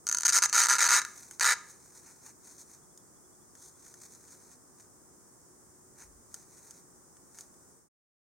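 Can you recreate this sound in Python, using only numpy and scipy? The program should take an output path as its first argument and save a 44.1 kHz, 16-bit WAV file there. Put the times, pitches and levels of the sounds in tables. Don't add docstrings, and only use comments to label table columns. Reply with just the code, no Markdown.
import sys
import numpy as np
from scipy import signal
from scipy.fft import rfft, irfft
from scipy.io import wavfile
from scipy.ndimage import uniform_filter1d, minimum_filter1d, map_coordinates

SR = 44100
rng = np.random.default_rng(int(sys.argv[2]) if len(sys.argv) > 2 else 0)


def master_out(mix):
    frames = np.transpose(np.atleast_2d(mix))
    ceiling = np.clip(frames, -1, 1)
    pcm = np.round(ceiling * 32767).astype(np.int16)
    wavfile.write(sys.argv[1], SR, pcm)


N = 367353
T = np.arange(N) / SR

# frequency in Hz, level in dB.
AIR_TONE = [(25, -25.5), (60, -9.5), (140, -6), (240, -7), (380, -6), (600, -15.5), (1200, -15),
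            (1900, -24.5), (2700, -39), (4200, -35), (5300, -21), (6500, -16.5), (9300, -15.5),
            (10500, -28)]
# frequency in Hz, width in dB (left-right difference over shared part).
AIR_WIDTH = [(60, -1), (200, -2.5), (380, -4.5), (700, -1.5), (4400, -2), (8100, 2), (15000, 0.5)]
# time in seconds, level in dB.
HOOK_SNAPS = [(.068, -27), (0.0694, -23.5), (0.077, -25.5), (.089, -19.5), (.096, -20), (.114, -20.5),
              (.1254, -23.5), (.127, -21), (0.147, -17.5), (.149, -19.5), (0.1711, -23), (0.1851, -20.5),
              (0.2086, -25.5), (.2204, -27), (0.2338, -18), (.281, -12.5), (0.3087, -23), (0.4966, -25),
              (0.6691, -16.5), (1.0175, -28), (1.05, -26), (1.3969, -22)]
# start, hardest moment and end in
# seconds, level at the hardest moment in dB, drop on either side of it in dB per second.
HAND_PULLS = [(0.252, .26, .268, -23, 120), (.286, .297, .303, -23.5, 120), (0.324, .366, 0.39, -22, 88.5),
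              (.422, .43, 0.46, -23, 69), (.528, .592, .66, -20, 115), (0.686, .708, 0.77, -22.5, 160),
              (.784, .828, .879, -23, 130), (.888, .94, 1, -20, 130), (1.409, 1.475, 1.539, -24, 45)]
# pitch in Hz, half width in Hz (wider dies sooner), level in dB.
HOOK_RING = [(4383, 460, -8.5), (5960, 320, 1), (6457, 180, -3), (6740, 1200, -3.5), (8700, 740, -8.5),
             (9050, 410, -6.5), (12100, 2200, -20.5)]
# pitch in Hz, half width in Hz, level in dB.
FLAP_RING = [(478, 70, -18.5), (651, 70, -15.5), (830, 100, -7), (981, 55, 3), (1232.4, 62, 2.5),
             (1425, 105, -0.5), (1618, 41, 2.5), (1732, 58, 1.5), (2012, 120, 2), (2396, 200, -1),
             (3916, 220, -3.5)]
# pitch in Hz, half width in Hz, level in dB.
DAMPED_CRACK_RING = [(4370, 250, -10.5), (6400, 800, 4.5), (8700, 1500, -1.5), (12500, 2500, -16)]
DAMPED_FLAP_RING = [(950, 200, 1.5), (1600, 300, -1), (2120, 500, -2.5)]
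# start in seconds, end in seconds, level in dB.
FINGER_HOLDS = [(1.05, 1.365, -54.5), (1.66, 2.3, -62), (3.761, 4.553, -62.5), (6.494, 6.814, -58.5)]
# middle and length in seconds, level in dB, flap level in dB.
FINGER_STROKES = [(1.703, 0.029, -55.5, -19), (1.967, 0.038, -55, -12), (2.08, 0.043, -57.5, -6),
                  (2.281, 0.046, -52, -8), (2.494, 0.082, -52.5, -13.5), (2.603, 0.044, -51.5, -16),
                  (2.727, .07, -56, -12.5), (3.647, 0.084, -53, -18), (3.867, 0.043, -57, -13.5),
                  (4.045, 0.041, -54, -14), (4.14, 0.025, -56.5, -15), (4.326, 0.04, -56.5, -14),
                  (4.812, 0.046, -59, -11), (6.016, 0.059, -53.5, -7.5), (6.38, 0.091, -57.5, -11.5),
                  (7.395, 0.079, -54.5, -12)]
# frequency in Hz, level in dB.
SKIN_TONE = [(1000, -44), (3000, -27), (4100, -14), (5000, -15), (6400, 0), (7500, -8.5), (9200, -6),
             (10500, -20.5), (12500, -17), (16000, -27)]
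# time in seconds, level in dB, flap level in dB.
FINGER_TAPS = [(1.3113, -30, -9.5), (2.976, -36.5, -23), (3.553, -38.5, -9.5), (3.866, -46, -3),
               (3.941, -37, -9.5), (4.799, -44.5, -3), (6.022, -42, -3), (6.343, -24.5, -14),
               (6.709, -32, -21), (7.169, -44.5, -8), (7.3465, -44, -5), (7.387, -31.5, -8),
               (7.409, -30.5, -26), (7.542, -47.5, -15)]
# frequency in Hz, width in dB.
ECHO_WIDTH = [(300, -14.5), (700, -11.5), (1200, -10), (2200, -12.5), (4000, -13), (8000, 1), (15000, 2.5)]
# frequency in Hz, left minus right in dB.
MIC_BALANCE = [(700, -0.5), (1300, 0), (2400, -0.5), (4400, 1), (6500, -.5), (9000, 2), (15000, 2.5)]

PEEL_START_S, PEEL_END_S = .085, 1.05


def amp(db):
    return 10 ** (np.asarray(db) / 20)


def unit(x):
    return x / np.sqrt(np.mean(x ** 2))


def colour(points):
    hz, db = np.transpose(points)
    return amp(np.interp(np.log(np.arange(N // 2 + 1) * SR / N + 1), np.log(hz), db))


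def wander(hz):
    return unit(irfft(rfft(rng.standard_normal(N)) * colour([(hz, 0), (10 * hz, -90)]), N))


def between(start, end):
    return 1. * ((T > start) & (T < end))


def stereo_noise(width, gain=1):
    mid, side = rfft(rng.standard_normal((2, N))) * gain
    mid, side = irfft(mid, N), irfft(side * colour(width), N)
    return np.array([mid + side, mid - side]) / np.std(mid)


def convolve(x, response):
    return signal.oaconvolve(np.atleast_2d(x), np.atleast_2d(response), axes=1)[:, :N]


def ring(modes, size=4096):
    f = np.arange(size // 2 + 1) * SR / size
    power = sum(amp(db) ** 2 / (1 + ((f - hz) / width) ** 2) ** 2 for hz, width, db in modes)
    cepstrum = irfft(np.log(power) / 2)
    cepstrum[1:size // 2] *= 2
    cepstrum[size // 2 + 1:] = 0
    return unit(irfft(np.exp(rfft(cepstrum)))) / np.sqrt(size)


def impulses(times, sizes):
    return np.bincount(np.clip(np.round(times * SR).astype(int), 0, N - 1), sizes, N)


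def scattered(per_s, vary_db):
    return (rng.random(N) < per_s / SR) * amp(vary_db * rng.uniform(-1, 1, N))


def grains(per_s, spread_db, even_s):
    chance, loudness, sign = rng.random(N), rng.exponential(size=N), rng.choice([-1, 1], N)
    clicks = (chance < per_s / SR) * amp(spread_db * np.minimum(loudness, 4)) * sign
    power = uniform_filter1d(clicks ** 2, int(even_s * SR))
    return clicks / np.sqrt(np.abs(power) + 1e-6)


def fan_and_air(hum_hz=365.4, hum_db=-74, air_db=-61):
    swell = 1 + .12 * wander(hz=14)
    hum = unit(swell * np.sin(2 * np.pi * hum_hz * T + .25 * wander(hz=9)))
    return amp(hum_db) * hum + amp(air_db) * stereo_noise(AIR_WIDTH, colour(AIR_TONE))


def hook_snaps(pull, stubborn_db=6, stray_db=-35, first_db=7, snap_s=.00057, drag_db=-7, drag_s=.0016):
    times, db = np.transpose(HOOK_SNAPS)
    loudest = impulses(times, amp(db))
    stubborn = amp(stubborn_db) * pull * scattered(per_s=26, vary_db=1.5)
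    strays = amp(stray_db) * between(PEEL_START_S, PEEL_END_S) * scattered(per_s=60, vary_db=4)
    starts, hardest, _, level, ease = np.transpose(HAND_PULLS)
    first = impulses(starts, amp(level - ease * np.abs(hardest - starts) + first_db))
    snaps = (loudest + stubborn + strays + first) * np.sqrt(snap_s * SR)
    dragged = convolve(snaps, np.exp(-T[:SR // 20] / drag_s)) / np.sqrt(drag_s * SR / 2)
    return snaps + amp(drag_db) * dragged * rng.standard_normal(N)


def shaken_pouch(releases, flap_free_s=.78, vary_db=1.5, low_hz=280):
    flap_db = np.interp(T, [PEEL_START_S, flap_free_s], [-9, -.34])
    mix = amp(vary_db * rng.uniform(-1.2, 1, N))
    crack = convolve(releases * mix, ring(HOOK_RING))
    flap = convolve(releases / mix * amp(flap_db), ring(FLAP_RING))
    return signal.sosfilt(signal.butter(2, low_hz, "highpass", fs=SR, output="sos"), crack + flap)


def slackening(sound, taut_hz=6400, slack_hz=1880, start_db=5, fall_db_per_s=4):
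    last_pull_end = HAND_PULLS[-1][2]
    taut_db = start_db - fall_db_per_s * np.minimum(T, last_pull_end)
    for hz, sharpness, db in ((taut_hz, 7, taut_db), (slack_hz, 4, -1.2 * taut_db)):
        band = signal.lfilter(*signal.iirpeak(hz, sharpness, fs=SR), sound)
        sound = sound + (amp(db) - 1) * band
    return sound


def tearing(row_hz=115, row_drop_db=9, crackle_db=-24):
    pull = sum(amp(level - ease * np.abs(T - hardest)) * between(start, end)
               for start, hardest, end, level, ease in HAND_PULLS)
    snaps = hook_snaps(pull)
    row_phase = np.cumsum(row_hz * amp(3 * wander(hz=59.3))) / SR % 1
    bursts = unit(amp(-row_drop_db * row_phase))
    runs = pull * bursts * grains(per_s=1400, spread_db=3, even_s=.016)
    stretch = uniform_filter1d(pull, int(.06 * SR))
    crackle = amp(crackle_db) * stretch * grains(per_s=600, spread_db=2.5, even_s=.025)
    return slackening(shaken_pouch(snaps + runs + crackle))


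def table_echo(x, lag_s=.000612, move_s=.000014, mic_s=.000011, share=.58, far_s=.00225, far_share=.31):
    lag = lag_s + move_s * wander(hz=24.7)
    bounce = [map_coordinates(x[0], [(T - lag - mic_s * wander(hz=40)) * SR], order=3) for _ in "LR"]
    near = x + share * np.array(bounce)
    f = np.arange(N // 2 + 1) * SR / N
    far = 1 + far_share * np.exp(-2j * np.pi * f * far_s) * colour([(2500, 0), (6000, -7.5)])
    return irfft(rfft(near) * far, N) / np.sqrt(1 + share ** 2 + far_share ** 2)


def room_echo(x):
    # level in dB, seconds to fade by 60 dB, tone as (Hz, dB) points
    nearby = (-8, .036, [(1500, .5), (9000, -3)])
    walls = (-18, .45, [(1500, 3), (3000, 1), (7000, -1), (14000, -11)])
    t, response = T[:SR], 0
    for db, fade_s, tone in (nearby, walls):
        fade = np.exp(-np.log(1000) * t / fade_s) * (t > .001)
        tail = stereo_noise(ECHO_WIDTH, colour(tone))[:, :SR] * fade
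        response = response + amp(db) * unit(tail) / np.sqrt(SR)
    return x + convolve(x, response)


def rubbing(catch_db=2.2, fidget_db=1.6, grip_ease_s=.05, grip_flap_db=-12):
    slips = grains(per_s=3000, spread_db=2, even_s=.064) * unit(amp(catch_db * wander(hz=70)))
    middle, length, db, flap_db = np.transpose(FINGER_STROKES)
    t = T[::20]
    strokes = np.exp(-np.minimum(2 * ((t[:, None] - middle) / length) ** 2, 20))
    hiss_level, flap_level = (np.interp(T, t, strokes @ amp(level)) for level in (db, db + flap_db))
    held = sum(amp(level) * between(start, end) for start, end, level in FINGER_HOLDS)
    grip = uniform_filter1d(held, int(grip_ease_s * SR)) * unit(amp(fidget_db * wander(hz=11)))
    skin = irfft(rfft(slips * (hiss_level + grip)) * unit(colour(SKIN_TONE)), N)
    flap = convolve(slips * (flap_level + amp(grip_flap_db) * grip), ring(DAMPED_FLAP_RING))
    return skin + flap


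def ticks(contact_s=.00015, crunch_db=-3, crunch_s=.0044, faint_db=-47.5, faint_flap_db=-9):
    crunch = amp(crunch_db) * rng.standard_normal(N) / np.sqrt(crunch_s * SR / 2)
    settle = np.exp(-T[:SR // 10] / crunch_s)
    times, db, flap_db = np.transpose(FINGER_TAPS)
    holding = sum(between(start, end) for start, end, _ in FINGER_HOLDS)
    faint = amp(faint_db) * scattered(per_s=7, vary_db=2.5) * holding
    crack = impulses(times, amp(db)) + faint
    flap = impulses(times, amp(db + flap_db)) + amp(faint_flap_db) * faint
    out = 0
    for clicks, modes in ((crack, DAMPED_CRACK_RING), (flap, DAMPED_FLAP_RING)):
        hits = clicks * np.sqrt(contact_s * SR)
        out = out + convolve(hits + convolve(hits, settle) * crunch, ring(modes))
    return out


def faint_chirps(first_s=2.835, gap_s=.084, note_s=.04, low_hz=3480, high_hz=4850, arch_hz=450):
    place = np.linspace(-1, 1, int(note_s * SR))
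    out = np.zeros(N)
    for note in range(15):
        top_hz, db = (high_hz, -77) if note % 5 == 3 else (low_hz, -80)
        start = int((first_s + note * gap_s) * SR) - len(place) // 2
        phase = 2 * np.pi * np.cumsum(top_hz - arch_hz * place ** 2) / SR
        out[start:start + len(place)] += amp(db) * (1 - place ** 2) * np.sin(phase)
    return out


def bump(db=-63.5):
    tone = colour([(15, -6), (35, 0), (70, 6), (130, -22), (400, -70)])
    rumble = stereo_noise(width=[(20, -12), (200, -14)], gain=tone)
    press = np.interp(T, [6, 6.04, 6.17, 6.28], [0, 1, 1, 0])
    return amp(db) * rumble * press


def scene(tear_db=-1, rub_db=-1):
    hands = table_echo(amp(tear_db) * tearing() + ticks()) + amp(rub_db) * rubbing()
    balance = np.sqrt(colour(MIC_BALANCE))
    heard = irfft(rfft(room_echo(hands)) * np.array([balance, 1 / balance]), N)
    return heard + bump() + faint_chirps() + fan_and_air()


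def limiter(x, ceiling=.35, hold_s=.002):
    hold = int(hold_s * SR)
    gain = ceiling / np.maximum(np.abs(x).max(axis=0), ceiling)
    return x * uniform_filter1d(minimum_filter1d(gain, hold), hold)


def record(dry, fade_from_s=7.69, silent_s=7.885, top_hz=16000):
    fade = np.sqrt(np.clip((silent_s - T) / (silent_s - fade_from_s), 0, 1))
    treble_cut = signal.ellip(10, .2, 80, top_hz, fs=SR, output="sos")
    return signal.sosfilt(treble_cut, limiter(dry) * fade)


dry = scene()
out = record(dry)
master_out(out)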